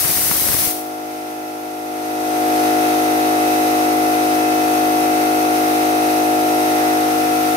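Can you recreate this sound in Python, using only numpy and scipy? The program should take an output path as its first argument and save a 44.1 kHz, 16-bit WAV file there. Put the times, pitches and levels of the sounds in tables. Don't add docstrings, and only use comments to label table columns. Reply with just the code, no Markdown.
import sys
import numpy as np
from scipy import signal
from scipy.fft import rfft, irfft
from scipy.io import wavfile
from scipy.ndimage import uniform_filter1d, minimum_filter1d

SR = 44100
rng = np.random.default_rng(int(sys.argv[2]) if len(sys.argv) > 2 else 0)


def dump(signal):
    limited = np.clip(np.atleast_2d(signal).T, -1, 1)
    pcm = np.round(limited * 32767).astype(np.int16)
    wavfile.write(sys.argv[1], SR, pcm)


N = 333690

# (multiple of crank rate, left level [dB], right level [dB], left phase lead [rad])
CRANK_TONES = [(1, -56.0, -56.4, 0.0), (2, -43.1, -48.1, 0.0), (3, -46.6, -46.0, -0.5),
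               (4, -46.3, -49.5, 0.2), (5, -29.9, -36.3, 0.4), (6, -19.7, -22.3, -0.1),
               (7, -25.7, -33.7, 0.6), (8, -30.8, -36.1, -1.0), (9, -38.0, -25.3, -1.0),
               (10, -37.6, -37.7, 1.0), (11, -35.8, -36.8, -0.7), (12, -31.7, -33.8, -0.5),
               (13, -36.0, -29.7, -1.0), (14, -17.5, -22.0, 0.8), (15, -27.6, -33.0, 2.3),
               (16, -29.4, -27.0, -2.3), (17, -33.6, -38.3, -2.6), (18, -44.1, -39.3, 0.7),
               (19, -43.1, -46.1, 2.5), (20, -46.6, -52.5, 2.0), (21, -43.3, -51.8, 1.3),
               (22, -34.3, -40.5, -2.9), (23, -41.6, -37.1, 3.1), (24, -48.8, -42.3, -0.7),
               (25, -44.5, -46.8, 0.0), (26, -36.9, -48.7, -1.6), (27, -46.0, -43.5, -0.3),
               (28, -32.8, -38.2, -2.9), (29, -50.4, -53.2, -2.8), (30, -40.3, -42.2, 2.8),
               (31, -46.8, -43.1, 3.1), (33, -49.5, -44.2, -2.3), (34, -45.5, -56.8, -0.9),
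               (37, -48.7, -43.7, 2.9), (38, -37.3, -37.5, 2.7), (39, -50.7, -43.1, 1.0),
               (40, -42.6, -48.3, -0.9), (50, -53.1, -37.8, 1.3)]
# (frequency [Hz], left level [dB per Hz], right level [dB per Hz])
PUMP_NOISE = [(40, -76, -85), (131, -78, -78), (220, -68, -72), (340, -57.5, -67), (610, -60, -61.5),
              (1050, -61, -67), (1420, -66, -66.5), (1650, -66, -68.5), (2550, -67, -63.5),
              (3180, -70, -69.5), (6400, -71, -68), (7250, -74.5, -78.5), (8400, -67, -100),
              (9400, -68.5, -81.5), (11870, -67.5, -66.5), (15300, -77.5, -76)]
# (frequency [Hz], one crank multiple over the pump noise per Hz [dB])
VALVE_CLATTER = [(1500, 16), (3000, 12.5), (6000, 9.5), (11300, 11), (11650, 5.5), (12000, 10.5),
                 (15500, 11)]
# (frequency [Hz], likeness [1 same, 0 unrelated, -1 opposite])
PORT_LIKENESS = [(60, 0.78), (300, 0.13), (800, 0.22), (1300, -0.45), (3000, -0.00049), (15000, -0.023)]
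# (frequency [Hz], left level [dB], right level [dB])
MOTOR_HUM = [(120, -62, -64), (241, -57, -55), (375, -59, -63), (479.6, -48, -47.5), (605.3, -45, -45.5)]
# (frequency [Hz], width [Hz], middle level over the pump noise, before wavering [dB])
CASING_RESONANCES = [(1353, 220, -4.5), (2020, 67, -10), (2577, 45, -8), (3755, 82, -4.5), (5260, 120, -9),
                     (6190, 170, -10), (11700, 99, -8), (14800, 140, -4)]
# (multiple of crank rate,
# left change when away [dB], right change when away [dB],
# left change when leaning [dB], right change when leaning [dB])
BODY_SHADING = [(3, 2, 1, 3, 2), (6, -1, -1, -1, -1), (7, 0, 3, -3, -6), (8, -2, -1, -6, -3),
                (9, 3, 0, -2, 1), (11, -2, -1, -5, 1), (12, 4, 4, -5, -13), (13, 3, -4, 1, -4),
                (14, -2, -1, -1, -3), (15, 2, 5, 1, 6), (16, -6, 2, -3, -4), (17, -2, 0, -3, -4),
                (18, 3, 2, -13, -4), (22, -6, 3, -6, 4), (26, 0, 13, 4, 15), (27, 10, 1, 6, 4),
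                (28, -6, -1, -3, -2), (38, -8, -12, -11, -13), (50, 10, -9, 9, -4)]
# (time [s], place [1 away from the panel, 0 working on it, -1 leaning round its corner])
PAINTER_PLACE = [(0, .8), (1.5, 1), (2.1, 0.53), (3.6, -0.052), (4.5, -0.2), (5.8, -0.092), (6.75, 0.71),
                 (7.1, -.8), (7.57, -1)]
# (frequency [Hz], level [dB per Hz])
WIND_NOISE = [(20, -52), (45, -36), (90, -27.5), (170, -31), (300, -37), (500, -33), (1000, -36),
              (2000, -37.5), (6000, -66)]
# (time [s], level over the wind [dB])
WIND_GUSTS = [(.09, 2), (.32, 5), (.5, 5)]
# (time [s], peak level before the recorder [dB])
EDDY_SLAPS = [(.064, -5), (.11, 1), (.186, 3), (.219, -1), (.298, 1), (.339, -1), (.395, 1), (.42, 4),
              (.467, 2), (.5, 2), (.549, 5), (.588, -5), (.674, -2)]
# (frequency [Hz], left level [dB per Hz], right level [dB per Hz])
JET_NOISE = [(400, -48, -60), (900, -47, -54), (1500, -46.5, -60), (2200, -45, -49), (3200, -47.5, -49.5),
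             (4500, -44.5, -45.5), (6200, -43, -42), (7200, -46, -50.5), (8300, -38.5, -61),
             (9600, -36, -55), (11500, -35.5, -39), (13500, -39.5, -38), (15500, -38, -41)]

CRANK_HZ = 51.92
STAGGER_TURNS = 0.1468
SWELL_S, SWELL_HALF_S = 6.82, 0.3
SWELL_HZ, SWELL_WIDTH_HZ, SWELL_DB = 1850, 280, -1
FLOW_DB, LET_GO_S, CLOSING_S, CLOSING_LOSS_DB = -0.6, 0.61, 0.08, 8
GARAGE_T60_S = 0.51
WIND_DB, WIND_RISE_S, WIND_RISE_DB = -11, 0.058, 6
GUST_HALF_S, WIND_FALL_DB_PER_S2 = 0.05, 2600
CEILING_DB, RIDE_RANGE_DB, HOLD_S, RELEASE_DB_PER_S = -14, 11, 1.12, 14.5
CUTOFF_HZ = 15740


def from_db(db):
    return 10 ** (np.asarray(db) / 20)


def in_time(rows):
    s, *columns = np.transpose(rows)
    return [np.interp(np.arange(N) / SR, s, column) for column in columns]


def at_hz(rows, hz):
    points, *columns = np.transpose(rows)
    log_hz = np.log(np.maximum(hz, 1))
    return np.array([np.interp(log_hz, np.log(points), column) for column in columns])


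def drift(rate):
    r = np.exp(-128 * np.pi * rate / SR)
    noise = rng.standard_normal(N // 64 + 3002)
    slow = signal.lfilter([1], [1, -2 * r, r * r], noise)[3000:]
    slow = (slow - slow.mean()) / slow.std()
    return np.interp(np.arange(N) / 64, np.arange(len(slow)), slow)


def coloured(white, db_per_hz):
    hz = np.arange(N // 2 + 1) * SR / N
    return irfft(rfft(white) * from_db(at_hz(db_per_hz, hz)) * np.sqrt(SR / 2), N)


def resonate(x, hz, width_hz):
    r = np.exp(-np.pi * width_hz / SR)
    feedforward = np.array([1, 0, -1]) * (1 - r * r) / 2
    feedback = [1, -2 * r * np.cos(2 * np.pi * hz / SR), r * r]
    return signal.lfilter(feedforward, feedback, x)


def stereo_noise():
    hz = np.arange(N // 2 + 1) * SR / N
    alike = np.clip(at_hz(PORT_LIKENESS, hz)[0], -1, 1)
    mid, side = rfft(rng.standard_normal((2, N)))
    shared = np.sqrt((1 + alike) / 2) * mid
    opposite = np.sqrt((1 - alike) / 2) * side * [[1], [-1]]
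    return irfft(shared + opposite, N)


def hum():
    t = np.arange(N) / SR
    out = np.zeros((2, N))
    for hz, left_db, right_db in MOTOR_HUM:
        tone = np.sin(2 * np.pi * (hz * t + rng.random()))
        out += np.sqrt(2) * from_db([[left_db], [right_db]]) * tone
    return out


def clatter(turns, change_rate):
    size = 8192
    multiples = np.arange(size // 2 + 1)
    hz = multiples * CRANK_HZ
    level = from_db(at_hz(PUMP_NOISE, hz) + at_hz(VALVE_CLATTER, hz))
    level = level * (hz < CUTOFF_HZ) * (multiples > 30)
    level[:, [round(row[0]) for row in CRANK_TONES]] = 0
    out = np.zeros((2, N))
    position = turns % 1 * size
    for weight in (np.ones(N), 0.5 * drift(change_rate), 0.5 * drift(change_rate)):
        lines = level * (rng.standard_normal(level.shape) + 1j * rng.standard_normal(level.shape))
        one_turn = irfft(lines, size) * size / 2
        looped = [np.interp(position, np.arange(size), port, period=size) for port in one_turn]
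        out += weight * np.array(looped)
    return out


def drone(turns, waver_db, waver_turns, stagger_turns):
    place = in_time(PAINTER_PLACE)[0]
    stance = np.clip([place, -place], 0, 1)
    shade_db = {round(row[0]): np.reshape(row[1:], (2, 2)).T @ stance for row in BODY_SHADING}
    out = np.zeros((2, N))
    for multiple, left_db, right_db, lead in CRANK_TONES:
        order = round(multiple)
        stagger = stagger_turns * order ** 2
        path_waver = waver_turns * order ** 2 * drift(2.1)
        angle = 2 * np.pi * (order * turns - stagger + path_waver)
        level_db = np.array([[left_db], [right_db]]) + shade_db.get(order, 0)
        level_waver_db = waver_db * order * np.array([drift(1.3), drift(1.8)])
        out += np.sqrt(2) * from_db(level_db + level_waver_db) * np.sin(angle + [[lead], [0]])
    return out


def compressor():
    t = np.arange(N) / SR
    turns = CRANK_HZ * t
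    stroke_db = 0.4 * np.cos(2 * np.pi * turns) + 0.33 * np.cos(8 * np.pi * turns) + 0.43 * drift(10)
    noise = coloured(stereo_noise() * from_db(stroke_db), PUMP_NOISE) + clatter(turns, change_rate=0.73)
    pump = noise.copy()
    for hz, width_hz, db in CASING_RESONANCES:
        pump += from_db(db + 3.0 * drift(2.5)) * resonate(noise, hz, width_hz)
    swell = np.maximum(1 - abs(t - SWELL_S) / SWELL_HALF_S, 0)
    rough_band = resonate(pump, SWELL_HZ, SWELL_WIDTH_HZ)
    pump = pump + swell * from_db(SWELL_DB) * rough_band
    tones = drone(turns, waver_db=0.0436, waver_turns=0.00004, stagger_turns=STAGGER_TURNS)
    return tones + hum() + pump


def slaps(slap_hz):
    s, peak_db = np.transpose(EDDY_SLAPS)
    clicks = np.zeros(N)
    clicks[np.round(s * SR).astype(int)] = from_db(peak_db) * rng.choice([-1, 1], len(s))
    t = np.arange(-200, 400) / SR
    spread_s = np.where(t < 0, 0.0005, 0.0015)
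    swing = np.cos(2 * np.pi * slap_hz * t) * np.exp(-(t / spread_s) ** 2)
    return signal.fftconvolve(clicks, swing)[200:N + 200]


def buffet(lumpy_db, right_db):
    t = np.arange(N) / SR
    rise_db = -WIND_RISE_DB * np.maximum(1 - t / WIND_RISE_S, 0)
    gust_db = sum(db * np.exp(-((t - s) / GUST_HALF_S) ** 2) for s, db in WIND_GUSTS)
    fall_db = np.minimum(WIND_FALL_DB_PER_S2 * np.maximum(t - LET_GO_S, 0) ** 2, 200)
    wind_db = WIND_DB + rise_db + gust_db - fall_db
    lumps = from_db(lumpy_db * (0.24 * drift(30) + drift(150)))
    thumps = coloured(rng.standard_normal(N) * lumps * from_db(wind_db), WIND_NOISE)[0]
    return (thumps + slaps(slap_hz=297)) * from_db([[0], [right_db]])


def spray():
    t = np.arange(N) / SR
    closing_db = CLOSING_LOSS_DB * np.clip((t - LET_GO_S) / CLOSING_S, 0, 1)
    garage_decay_db = 60 * np.maximum(t - LET_GO_S - CLOSING_S, 0) / GARAGE_T60_S
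    flow_db = FLOW_DB + 0.76 * drift(22) - closing_db - garage_decay_db
    jet = rng.standard_normal((2, N)) * from_db(flow_db)
    lag_s = 0.0011 - 0.00028 * np.minimum(t, 1)
    echo = np.array([np.interp(t - lag_s, t, port) for port in jet])
    return coloured(jet + from_db(-20) * echo, JET_NOISE)


def scene():
    return compressor() + buffet(lumpy_db=4.0, right_db=-37) + spray()


def record(dry):
    t = np.arange(N) / SR
    power = uniform_filter1d(np.mean(dry ** 2, axis=0), round(0.04 * SR))
    level_db = 10 * np.log10(power + 1e-12)
    over_db = np.maximum(level_db - CEILING_DB, 0)
    hold = round(HOLD_S * SR)
    wanted_db = np.minimum(over_db, RIDE_RANGE_DB)
    held_db = -minimum_filter1d(-wanted_db, hold, origin=(hold - 1) // 2, mode="nearest")
    release_db = RELEASE_DB_PER_S * t
    ride_db = np.maximum.accumulate(held_db + release_db) - release_db
    ride_db = uniform_filter1d(ride_db, round(0.25 * SR), mode="nearest")
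    limit_db = uniform_filter1d(np.maximum(over_db - ride_db, 0), round(0.037 * SR), mode="nearest")
    bass_cut = signal.butter(2, 38, "high", fs=SR, output="sos")
    top_cut = signal.ellip(14, 0.3, 70, CUTOFF_HZ, fs=SR, output="sos")
    levelled = signal.sosfilt(bass_cut, dry) * from_db(-ride_db - limit_db)
    return signal.sosfilt(top_cut, levelled)


dry = scene()
out = record(dry)
dump(out)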